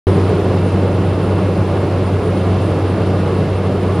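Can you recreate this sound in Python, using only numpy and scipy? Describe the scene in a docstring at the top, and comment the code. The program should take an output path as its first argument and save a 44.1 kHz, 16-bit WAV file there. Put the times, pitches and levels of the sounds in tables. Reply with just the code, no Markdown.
"""Cabin of a small propeller plane in level flight over mountains, on two closely spaced microphones.
The propeller drones at a steady speed while air and exhaust roar through the walls and ring the panels.
Behind them the engine adds thin whines, a very high whistle that flares now and then, and a faint sizzle.
The sound switches on a moment in, a little loud, and its level settles."""
import sys
import numpy as np
from scipy import signal
from scipy.fft import rfft, irfft
from scipy.io import wavfile
from scipy.ndimage import uniform_filter1d

SR = 44100
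rng = np.random.default_rng(int(sys.argv[2]) if len(sys.argv) > 2 else 0)


def wrap_up_sound(samples):
    """Save the sound to the file named by the first command line argument, as 16-bit audio."""
    columns = np.atleast_2d(samples).T
    # keep every value between -1 and 1, then stretch to whole-number steps
    tamed = np.clip(columns, -1, 1)
    steps = np.round(tamed * 32767).astype(np.int16)
    wavfile.write(sys.argv[1], SR, steps)


N = 176400


def amp(db):
    """Decibels to gain."""
    return 10 ** (np.asarray(db) / 20)


def unit(x):
    """Scales to rms 1."""
    return x / np.sqrt(np.mean(x ** 2) + 1e-20)


def curve(points):
    """Reads a table along time."""
    return np.interp(np.arange(N) / SR, *np.transpose(points))


def spectrum(points, hz):
    """Reads a table along a log-frequency axis."""
    point_hz, value = np.transpose(points)
    return np.interp(np.log(hz + 1), np.log(point_hz + 1), value)


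def wander(rate_hz):
    """Random drift of rms 1, mostly slower than the given rate."""
    hz = np.fft.rfftfreq(N, 1 / SR)
    return unit(irfft(rfft(rng.standard_normal(N)) * (hz > 0) / (1 + (hz / rate_hz) ** 2), N))


def propeller(shaft_hz=31.68, speed_drift=.0007):
    """Three blades press on the cabin: a few low harmonics, swelling and wavering in the rough air."""
    # Propeller tones: shaft_multiple, level_db, waver_db
    harmonics = [(2, -45, 1.5), (3, -17.5, 0.8), (6, -27, 0.9), (12, -35.5, 4.5), (15, -39.5, 4)]
    # Swell of the drone: time_s, gain_db
    swell = [(0, 1.5), (.3, -0.5), (.65, 0.8), (.97, 1.5), (1.15, -1.5), (1.5, -0.5), (1.87, -2.5),
             (2.05, -1.5), (2.3, -2.5), (2.5, 0.9), (2.9, -1.5), (3.38, -0.2), (3.53, -0.5), (3.72, 1.2),
             (4, -.5)]
    turns = np.cumsum(shaft_hz * (1 + speed_drift * wander(rate_hz=2))) / SR
    drone = np.zeros(N)
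    for multiple, level_db, waver_db in harmonics:
        level = amp(level_db + waver_db * wander(rate_hz=11))
        drone += level * np.sin(2 * np.pi * (multiple * turns + rng.random()))
    balance = amp([[-.1], [.1]])  # a touch louder on the right
    return np.sqrt(2) * drone * amp(curve(swell)) * balance


def turbulence(frame_samples=512, patch_db=.63):
    """Turbulent air: two white noises share patches of strength drifting over time and frequency."""
    noise = signal.stft(rng.standard_normal((2, N)), nperseg=frame_samples)[2]
    patches = uniform_filter1d(rng.standard_normal(noise.shape[1:]), size=14, axis=0)  # across frequency
    patches = unit(uniform_filter1d(patches, size=6, axis=1))  # across time
    return signal.istft(noise * amp(patch_db * patches), nperseg=frame_samples)[1][:, :N]


def roar(boom_hz=410, boom_half_width_hz=98, flutter_db=.28):
    """Turbulent air and exhaust, coloured by the cabin; the bass is alike at both microphones."""
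    # Broad colour of the roar inside the cabin: frequency_hz, relative_db
    cabin = [(8, -48), (20, -29), (35, -23.5), (50, -13.5), (75, -9.5), (105, -0.5), (130, -3.5),
             (175, 0.5), (230, -9), (310, -4.5), (400, -3.5), (490, -6.5), (650, -12), (900, -17.0),
             (1350, -22.5), (1600, -28.5), (2200, -29.5), (2450, -31), (3000, -33), (4800, -39.5),
             (6200, -47), (8500, -52.5), (11000, -53), (13200, -55.5), (15000, -66)]
    # Narrow peaks and dips of the cabin and its panels: centre_hz, half_width_hz, gain_db
    resonances = [(230, 7, -2), (258, 13.6, 2), (285, 10.5, -1), (320, 18, 1.6), (437, 8.8, 3),
                  (450, 14, 0), (600, 36, 2), (647, 16, -1.5), (808, 11, 1.5), (1102, 74, 1.5),
                  (1208, 18, 2.5), (1440, 34, 4), (1666, 49, 3.5), (2180, 75, 2.5), (2245, 30, -5),
                  (2940, 110, 1), (5000, 380, 0.5), (7450, 260, 3), (11400, 700, -0.5)]
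    # Stereo width at the microphones: frequency_hz, side_minus_mid_db
    stereo_width = [(50, -50), (200, -26.5), (400, -26), (1200, -20.5), (1700, -16), (2800, -12),
                    (5000, -7), (8000, -2.5), (12000, 5.5)]
    # Lean of the roar: frequency_hz, left_minus_right_db
    balance = [(80, -0.2), (250, 0.06), (500, -1.23), (1000, -1.1), (4000, 0)]
    # Swell of the boom, the roar's hollow middle band: time_s, gain_db
    boom_swell = [(0, -.7), (.3, 1.6), (.65, -.5), (1.25, -.5), (1.42, 3), (1.6, -1.5), (2.15, -1),
                  (2.34, 3.5), (2.46, -3.2), (2.7, -1.2), (3.0, -0.3), (3.2, -2.5), (3.32, 2.2), (3.44, -2),
                  (4, -0.8)]
    # Swell of the whole roar: time_s, level_db
    swell = [(0, -18), (.3, -16.5), (.6, -16.5), (1.05, -17), (1.4, -17), (1.9, -16.5), (2.3, -17),
             (2.5, -16), (2.9, -16.5), (3.35, -16.5), (3.7, -17.5), (4, -16)]
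    hz = np.fft.rfftfreq(N, 1 / SR)
    resonance_db = sum(db * np.exp(-((hz - centre) / width) ** 2) for centre, width, db in resonances)
    mid, side = rfft(turbulence()) * amp(spectrum(cabin, hz) + resonance_db)
    spread = amp(spectrum(stereo_width, hz))
    lean = amp(spectrum(balance, hz) / 2)
    left = (mid + spread * side) * lean
    right = (mid - spread * side) / lean
    air = unit(irfft(np.array([left, right]) / np.sqrt(1 + spread ** 2), N))
    boom = irfft(rfft(air) * np.exp(-((hz - boom_hz) / boom_half_width_hz) ** 2), N)
    air += boom * (amp(curve(boom_swell)) - 1)
    return air * amp(curve(swell) + flutter_db * wander(rate_hz=42))


def whines():
    """Fast shafts and gears sing thin, slightly unsteady tones."""
    # Engine and gear tones: pitch_hz, level_db, waver_db, wander_hz, left_lead_rad
    tones = [(1739, -57, 2, .8, 1.2), (2692.7, -47.8, .5, .3, 0), (5385.3, -68, 2, 1.2, .3),
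             (6374, -76, 2, 1.5, 0), (9938, -74.5, 2, 1.5, .8), (12166, -78, 2, 3, 2.8)]
    # Swell of all the whines together: time_s, gain_db
    swell = [(0, -8), (.5, -3), (.65, 2), (.85, -2.5), (1.3, 0.5), (1.75, -2), (1.95, -4), (2.48, -4),
             (2.62, 2), (2.9, -1), (3.2, 1), (3.7, -2), (4, -4)]
    out = np.zeros((2, N))
    for pitch_hz, level_db, waver_db, wander_hz, left_lead_rad in tones:
        turns = np.cumsum(pitch_hz + wander_hz * wander(rate_hz=8)) / SR
        phase = 2 * np.pi * (turns + rng.random())
        waver = amp(waver_db * wander(rate_hz=16))
        out += amp(level_db) * unit(waver * np.sin([phase + left_lead_rad, phase]))
    return out * amp(curve(swell))


def whistle(pitch_hz=9271, wander_hz=4.2, left_lead_rad=-2.2):
    """A very high engine whistle that flickers and now and then flares up."""
    # Flares on top of the resting whistle: peak_s, level_db
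    flares = [(.14, -60), (.68, -49), (1.05, -57), (1.23, -57), (1.42, -54), (2.06, -57), (2.27, -46),
              (2.39, -49), (2.63, -49), (2.7, -56), (2.91, -58), (3.08, -52), (3.27, -63), (3.81, -59),
              (3.96, -56)]
    resting_db, waver_db, flare_half_s = -58.5, 4, .032
    t = np.arange(N) / SR
    level = amp(resting_db) * unit(amp(waver_db * wander(rate_hz=16)))
    level += sum(amp(db) * np.exp(-((t - peak_s) / flare_half_s) ** 2) for peak_s, db in flares)
    phase = 2 * np.pi * np.cumsum(pitch_hz + wander_hz * wander(rate_hz=16)) / SR
    return np.sqrt(2) * level * np.sin([phase + left_lead_rad, phase])


def sizzle(centre_hz=9282, width_hz=190, level_db=-53, waver_db=1):
    """Noise in one high resonance: a fuzzy, fluttering whistle, different at each microphone."""
    hz = np.fft.rfftfreq(N, 1 / SR)
    resonance = 1 / (1 + 2j * (hz - centre_hz) / width_hz)
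    level = amp(level_db + waver_db * wander(rate_hz=26))
    noise = rng.standard_normal((2, N))
    return level * unit(irfft(rfft(noise) * resonance, N))


def scene():
    """The cabin as it reaches the left and right microphones."""
    return propeller() + roar() + whines() + whistle() + sizzle()


def record(dry):
    """The microphones switch on a little loud and settle; the highest treble is cut off."""
    start_s, fade_in_s = .069, .00073
    extra_db, settle_s, cutoff_hz = 4, .22, 14600
    elapsed_s = np.maximum(np.arange(N) / SR - start_s, 0)
    fade_in = np.minimum(elapsed_s / fade_in_s, 1)
    settling = amp(extra_db * np.exp(-elapsed_s / settle_s))
    lowpass = signal.firwin(255, cutoff_hz, window=("kaiser", 8), fs=SR)
    return signal.oaconvolve(dry * fade_in * settling, lowpass[None], "same")


dry = scene()
out = record(dry)
wrap_up_sound(out)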